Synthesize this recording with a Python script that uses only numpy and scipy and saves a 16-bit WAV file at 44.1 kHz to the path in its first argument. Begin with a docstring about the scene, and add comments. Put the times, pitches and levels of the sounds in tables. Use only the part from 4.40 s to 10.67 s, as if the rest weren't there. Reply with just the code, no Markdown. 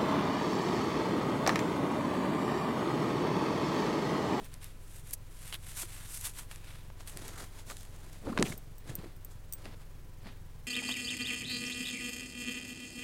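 """Footsteps swish and crunch through snow in a wood and pass close by, over a motor's steady low throb. A boot
drags through loose powder (a sweep), then sinks in (a tread): the snow packs with a dull creak, its grains
break (crunch) and powder is pushed aside (hiss). Cold snow squeaks and thuds under the sole, a zip rasps once,
crust and buried twigs snap, and metal fittings on the gear tink. Faint air hiss lies behind it all."""
import sys
import numpy as np
from scipy import signal
from scipy.fft import rfft, irfft, next_fast_len
from scipy.io import wavfile
from scipy.ndimage import map_coordinates

SR = 44100
rng = np.random.default_rng(int(sys.argv[2]) if len(sys.argv) > 2 else 0)


def store_wav(level_fs):
    """Save 16-bit WAV to argv[1]."""
    pcm = np.round(np.clip(np.atleast_2d(level_fs), -1, 1) * 32767)
    wavfile.write(sys.argv[1], SR, pcm.T.astype(np.int16))


N = 276465


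def amp(db):
    """Decibels to gain."""
    return 10 ** (np.asarray(db) / 20)


def unit(x):
    """Scale to rms 1."""
    return x / np.sqrt(np.mean(x ** 2) + 1e-20)


def wobble(rate):
    """A smooth random curve, rate knots a second."""
    return map_coordinates(rng.standard_normal(int(N * rate / SR) + 4), [np.arange(N) * rate / SR])


def add(track, s, sound):
    """Mix a sound into the track at s seconds."""
    part = track[max(round(s * SR), 0):][:len(sound)]
    part += sound[:len(part)]


def coloured(x, spectrum, size=4096):
    """Causal filter with the given (Hz, dB) shape; white noise keeps its power."""
    f, db = np.transpose(spectrum)
    gain = amp(np.interp(np.log(np.fft.rfftfreq(size, 1 / SR) + 1), np.log(f), db))
    cepstrum = irfft(np.log(gain))
    cepstrum[1:size // 2] *= 2
    cepstrum[size // 2 + 1:] = 0
    response = irfft(np.exp(rfft(cepstrum)))
    return signal.oaconvolve(x, response / np.linalg.norm(response))[:len(x)]


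def grains(rate, spread_db):
    """Tiny fractures at random moments, most weak and a few strong; rms 1."""
    size = amp(spread_db * np.minimum(rng.exponential(size=N), 4))
    return unit((rng.random(N) < rate / SR) * size * rng.choice([-1, 1], N))


# air spectrum: (frequency [Hz], relative density [dB])
AIR_SPECTRUM = [(100, -4), (200, 0.5), (330, 0), (480, -2), (700, -7), (1100, -9), (1900, -11.5),
                (2600, -14.5), (5000, -19), (9000, -20.5), (15800, -23.5)]


def background(whine_hz=1000):
    """Still air and hiss, with a faint, fuzzy whine."""
    air = amp(-61.0 + 0.26 * wobble(9.6)) * coloured(rng.standard_normal(N), AIR_SPECTRUM)
    whine_gain = amp(-75) * wobble(45)
    return air + whine_gain * np.sin(2 * np.pi * whine_hz * np.arange(N) / SR)


# resonances of one motor beat: (frequency [Hz], level [dB], swell time [s])
PUFF_MODES = [(42.7, -42, 0.016), (87.5, -46, .017), (109.6, -39.5, 0.0075), (149.1, -50.5, 0.014)]
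# motor rumble: (frequency [Hz], relative density [dB])
RUMBLE_SPECTRUM = [(15, -18.5), (45, -10), (100, -0.5), (150, -3), (200, -23.5), (400, -36)]


def motor(beat_hz=21.7, first_beat_s=.039, jitter_beats=.012, uneven_db=1.1,
          hurry_at_s=4.3, hurry_length_s=0.34, hurry_beats=.37,
          throb_db=-45.0, rumble_db=-58.5, chop_db=5, lag_beats=.06):
    """Each beat is a soft low puff and a swell of rumble, on a deep throb; the beat hurries once."""
    time = np.arange(N) / SR
    hurry = hurry_beats * np.clip((time - hurry_at_s) / hurry_length_s + .5, 0, 1)
    turns = beat_hz * (time - first_beat_s) + hurry
    beats = np.diff(np.floor(turns + jitter_beats * wobble(20)), prepend=-1)
    beats *= amp(uneven_db * rng.standard_normal(N))
    t = np.arange(SR // 5) / SR
    puff = sum(amp(db) * t / swell_s * np.exp(-t / swell_s) * np.sin(2 * np.pi * hz * t)
               for hz, db, swell_s in PUFF_MODES)
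    chop = amp(chop_db * np.cos(2 * np.pi * (turns - lag_beats)))
    rumble = amp(rumble_db) * unit(chop * coloured(rng.standard_normal(N), RUMBLE_SPECTRUM))
    throb = amp(throb_db) * np.sin(2 * np.pi * turns)
    return signal.oaconvolve(beats, puff)[:N] + rumble + throb


# metal contacts: (time [s], clip level [dB], ring level [dB])
TINK_HITS = [(.0454, -75.5, -47), (4.178, -44.5, -75), (4.382, -58, -49), (4.5535, -32, -54),
             (4.7647, -57.5, -66), (4.848, -42.5, -70), (5.1249, -45, -34), (5.135, -46, -33)]
# modes of each fitting: (frequency [Hz], relative level [dB], t60 [s])
CLIP_MODES = [(8520, -6, 0.03), (11500, -15, 0.035), (14160, 5, 0.024)]
RING_MODES = [(5870, -7.5, 0.021), (8410, -7.5, 0.063), (11600, -12, 0.034), (15260, -3, 0.065)]
# scrapes and splinters: (frequency / pitch [ratio], relative density [dB])
BURST_SPECTRUM = [(.2, -48), (.5, -0.5), (.8, 3.5), (1.2, 6), (1.5, -1), (2.2, -22)]


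def tinks(scrape_gain=0.72, scrape_t60_s=0.01, scrape_hz=9500):
    """A clip and a ring scrape briefly and ring on in their own modes."""
    t = np.arange(SR // 5) / SR
    ringing, contacts = np.zeros(N), np.zeros(N)
    for s, clip_db, ring_db in TINK_HITS:
        for db, modes in ((clip_db, CLIP_MODES), (ring_db, RING_MODES)):
            for hz, mode_db, t60_s in modes:
                start_db = db + mode_db + rng.normal(0, 1.8)
                add(ringing, s, amp(start_db - 60 * t / t60_s) * np.sin(2 * np.pi * hz * t))
            add(contacts, s, amp(db - 60 * t / scrape_t60_s) * rng.standard_normal(len(t)))
    return ringing + scrape_gain * coloured(contacts, np.multiply(BURST_SPECTRUM, [scrape_hz, 1]))


# crust and twigs breaking: (time [s], crack level [dB], crack pitch [Hz], splinter level [dB])
BREAKS = [(.141, -48, 2600, -22.5), (.2437, -33, 3600, -21), (.7093, -44, 4000, -22),
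          (.7390, -37, 4000, -13), (1.1266, -14, 2470, -22), (1.1425, -15, 3240, -18),
          (1.432, -21.5, 1200, -32), (1.812, -31, 4000, -17.5), (2.1135, -20.5, 1870, -30),
          (2.1598, -31, 2200, -25.5), (2.502, -24.5, 750, -40), (2.607, -26, 990, -34),
          (2.675, -27.5, 3500, -23), (2.7727, -22.5, 3050, -16.5), (2.8809, -30, 2500, -19),
          (3.301, -20.5, 1390, -25), (3.3194, -28, 1400, -45), (3.369, -28.5, 2400, -24),
          (3.432, -35, 3070, -31), (3.4515, -37, 2800, -34), (3.731, -40, 3000, -29.5),
          (3.8708, -16.5, 595, -39), (3.9758, -6.5, 1210, -28), (3.9777, -8, 1430, -21),
          (3.9881, -11.5, 1800, -36.5), (3.998, -21.5, 800, -18.5), (4.0262, -2.5, 1440, -5),
          (4.1246, -20, 1980, -25), (5.256, -23.5, 1830, -33)]
# crack: (frequency / pitch [ratio], relative density [dB])
CRACK_SPECTRUM = [(.06, -33), (.3, -9.5), (.65, -1), (1.1, 2), (1.6, -5), (3, -12), (8, -58)]


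def snaps(t60_s=0.012, debris_gain=0.1):
    """Each break is one sharp spike and a few ms of splintering; thinner crust splinters higher."""
    t = np.arange(SR // 20) / SR
    out = np.zeros(N)
    for s, crack_db, crack_hz, splinter_db in BREAKS:
        burst = debris_gain * rng.standard_normal(len(t)) * amp(-60 * t / t60_s)
        burst[0] = -1  # the fracture itself
        burst /= np.linalg.norm(burst)
        splinter_hz = 6700 * (crack_hz / 1600) ** 0.45
        crack = coloured(burst, np.multiply(CRACK_SPECTRUM, [crack_hz, 1]), size=1024)
        splinters = coloured(burst, np.multiply(BURST_SPECTRUM, [splinter_hz, 1]), size=1024)
        add(out, s, amp(crack_db) * crack + amp(splinter_db) * splinters)
    return out


# squeaks of cold snow under the sole, and a brief zip at 0.73 s: (time [s], length [s], level [dB], pitch [Hz])
SQUEAKS = [(.730, .013, -34, 10900), (1.121, 0.045, -43.5, 3180), (2.899, 0.16, -53.5, 1390),
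           (3.294, 0.029, -47, 1260), (3.862, 0.038, -39, 510), (3.887, .024, -48, 1330),
           (3.921, 0.02, -44, 1150), (4.043, 0.044, -45, 2640), (4.118, 0.014, -43, 2250)]


def squeaks(decay_cycles=1.6, slips_per_s=900):
    """Snow, or the zip's teeth, sticks and slips at an uneven rate; each slip rings a few cycles at the
    squeak's pitch."""
    t = np.arange(SR // 40) / SR
    out = np.zeros(N)
    for s, length_s, db, hz in SQUEAKS:
        n = round(length_s * SR)
        slips = (rng.random(n) < slips_per_s / SR) + 0.012 * rng.standard_normal(n)
        ring = np.exp(-hz * t / decay_cycles) * np.sin(2 * np.pi * hz * t)
        envelope = amp(db) * np.sin(np.pi * np.arange(n) / n)
        add(out, s, envelope * unit(signal.fftconvolve(slips, ring)[:n]))
    return out


# packed snow giving way: (time [s], level [dB], pitch [Hz])
SOLE_DROPS = [(.003, -44, 400), (1.432, -41, 345), (3.869, -30.5, 288), (3.897, -25, 233),
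              (3.922, -28, 217), (3.9917, -16.5, 200), (4.008, -18, 359), (4.020, -20.5, 218),
              (4.037, -24, 154), (4.081, -32.5, 212), (4.101, -28, 156), (4.497, -28.5, 127),
              (4.584, -31.5, 160), (4.656, -38.5, 332), (5.252, -42.5, 286), (5.857, -36, 202)]


def thuds(t60_s=0.059, attack_s=0.002):
    """The sole drops a little and the packed snow gives a short low note."""
    t = np.arange(SR // 5) / SR
    out = np.zeros(N)
    for s, db, hz in SOLE_DROPS:
        envelope = amp(db - 60 * t / t60_s) * (1 - np.exp(-t / attack_s))
        add(out, s, -envelope * np.sin(2 * np.pi * hz * t))
    return out


def stroke(peak_s, rise_s, fall_s, edge_db=20, roundness=1.385):
    """Gain of one push of the boot; edge_db below its peak at the ends of its rise and fall."""
    t = np.arange(N) / SR - peak_s
    from_peak = np.maximum(-t / rise_s, t / fall_s)
    return amp(-edge_db * np.minimum(from_peak, 10) ** roundness)


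def stroke_gains(strokes):
    """One gain curve per level column; overlapping strokes add in power."""
    rows = np.array(strokes)
    shapes = np.array([stroke(*row[:3]) for row in rows])
    return np.sqrt(amp(rows[:, 3:].T) ** 2 @ shapes ** 2)


def loose_snow(crunch_gain, powder_gain, crunch_spectrum, powder_spectrum,
               crunch_slide, powder_slide, clump_db, spread_db, flake_gain):
    """Snow grains break in clumps over a smooth slide of powder; flakes of crust tick among them."""
    clumps = amp(clump_db * wobble(110))
    fractures = grains(rate=2600, spread_db=spread_db) + flake_gain * grains(rate=90, spread_db=3.0)
    slide = rng.standard_normal(N)
    crunch = crunch_gain * unit(clumps * (fractures + crunch_slide * slide))
    powder = powder_gain * unit(clumps * (fractures - powder_slide * slide))
    return coloured(crunch, crunch_spectrum) + coloured(powder, powder_spectrum)


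# boots dragging: (peak time [s], rise [s], fall [s], crunch [dB], powder [dB])
SWEEP_STROKES = [(.05, 0.078, 0.06, -58, -60), (.135, .06, 0.058, -57.5, -60),
                 (.228, 0.028, 0.12, -53.5, -54), (.58, 0.21, 0.058, -60.5, -55),
                 (.70, .09, 0.048, -58.5, -53.5), (.737, .014, 0.018, -64, -39),
                 (1.085, 0.24, .1, -55.5, -52), (1.142, .035, .035, -48, -45),
                 (1.31, 0.13, 0.081, -53, -49.5), (1.378, 0.034, .06, -47.5, -39.5),
                 (1.418, 0.047, 0.048, -45.5, -38), (1.54, 0.17, 0.47, -54.5, -52),
                 (1.66, 0.17, .15, -62.5, -61), (1.75, 0.097, 0.11, -54.5, -42.5),
                 (1.86, 0.053, .048, -43.5, -36.5), (1.99, 0.069, 0.062, -49.5, -46),
                 (2.125, 0.055, 0.094, -54.5, -53.5), (2.29, 0.14, 0.28, -56, -60),
                 (2.68, 0.017, 0.059, -52.5, -46.5)]
# brushed snow: (frequency [Hz], relative density [dB])
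SWEEP_CRUNCH = [(200, -29), (600, -7), (1000, -1.5), (1700, 0.5), (2500, 0.5), (3000, -0.5), (3600, 0),
                (4600, -5), (7000, -13), (16000, -41)]
SWEEP_POWDER = [(1500, -45), (3500, -10), (4800, -7.5), (6500, -3.5), (8500, 1), (10800, -1), (13000, -5),
                (15500, -16.5)]


def sweeps():
    """A dragged boot only brushes the surface: bright, mostly powder."""
    crunch_gain, powder_gain = stroke_gains(SWEEP_STROKES)
    return loose_snow(crunch_gain, powder_gain, SWEEP_CRUNCH, SWEEP_POWDER,
                      crunch_slide=0.6, powder_slide=1.0, clump_db=1.5, spread_db=4.0, flake_gain=0.35)


# boots sinking: (peak time [s], rise [s], fall [s], creak [dB], crunch [dB], powder [dB])
TREAD_STROKES = [(.008, 0.012, .065, -50, -60, -60.5), (2.608, 0.04, 0.032, -60, -55, -57),
                 (2.86, 0.26, 0.18, -53, -52.5, -52), (3.01, 0.098, 0.086, -56, -50.5, -49),
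                 (3.185, 0.1, 0.071, -64, -54.5, -55), (3.307, 0.047, 0.045, -51, -50.5, -45.5),
                 (3.40, 0.095, .1, -73, -67.5, -55.5), (3.65, 0.68, 0.9, -67, -61.5, -62),
                 (3.878, 0.063, 0.14, -39.5, -53, -60.5), (3.998, 0.056, 0.068, -31.5, -48, -55),
                 (4.075, 0.065, 0.11, -41, -49.5, -44.5), (4.495, 0.05, 0.063, -51, -50, -53.5),
                 (4.64, 0.28, 0.12, -54, -58, -65.5), (4.92, 0.034, 0.033, -67, -63, -60),
                 (5.21, .1, .1, -60, -61, -64), (5.258, .035, .07, -51, -51.5, -59.5),
                 (5.328, 0.048, 0.035, -60, -56, -68), (5.415, 0.046, .04, -75, -60, -64),
                 (5.87, 0.065, 0.1, -57, -52, -67)]
# trodden snow: (frequency [Hz], relative density [dB])
TREAD_CREAK = [(50, -8.5), (120, -6), (220, 0), (360, -2), (480, -5.5), (800, -14), (1400, -23),
               (4000, -71)]
TREAD_CRUNCH = [(150, -23), (450, 0.5), (800, 2.5), (1300, -1), (1900, 0.5), (2600, -2.5), (3500, -3.5),
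                (4900, -5.5), (7000, -20.5), (16000, -36)]
TREAD_POWDER = [(1500, -23), (3300, -0.5), (5000, -2.5), (6800, 0.5), (8500, -0.5), (11000, -3),
                (15500, -13.5)]


def treads():
    """A sinking boot packs the snow with a dull creak and crunches deeper and coarser."""
    creak_gain, crunch_gain, powder_gain = stroke_gains(TREAD_STROKES)
    packing = creak_gain * amp(1.54 * wobble(90)) * grains(rate=900, spread_db=2.5)
    snow = loose_snow(crunch_gain, powder_gain, TREAD_CRUNCH, TREAD_POWDER,
                      crunch_slide=.45, powder_slide=0.89, clump_db=1.84, spread_db=3.5, flake_gain=0.29)
    return coloured(packing, TREAD_CREAK) + snow


def scene():
    """Mono sum of walker, motor and air."""
    walker = sweeps() + treads() + snaps() + squeaks() + thuds() + tinks()
    return (walker + motor() + background())[None]


def record(dry, top_hz=15950, dc_offset=-.002):
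    """Brick-wall low-pass and a small constant offset."""
    size = next_fast_len(N + SR // 2)
    passband = np.fft.rfftfreq(size, 1 / SR) < top_hz
    return irfft(rfft(dry - dry.mean(), size) * passband, size)[..., :N] + dc_offset


dry = scene()
out = record(dry)
store_wav(out)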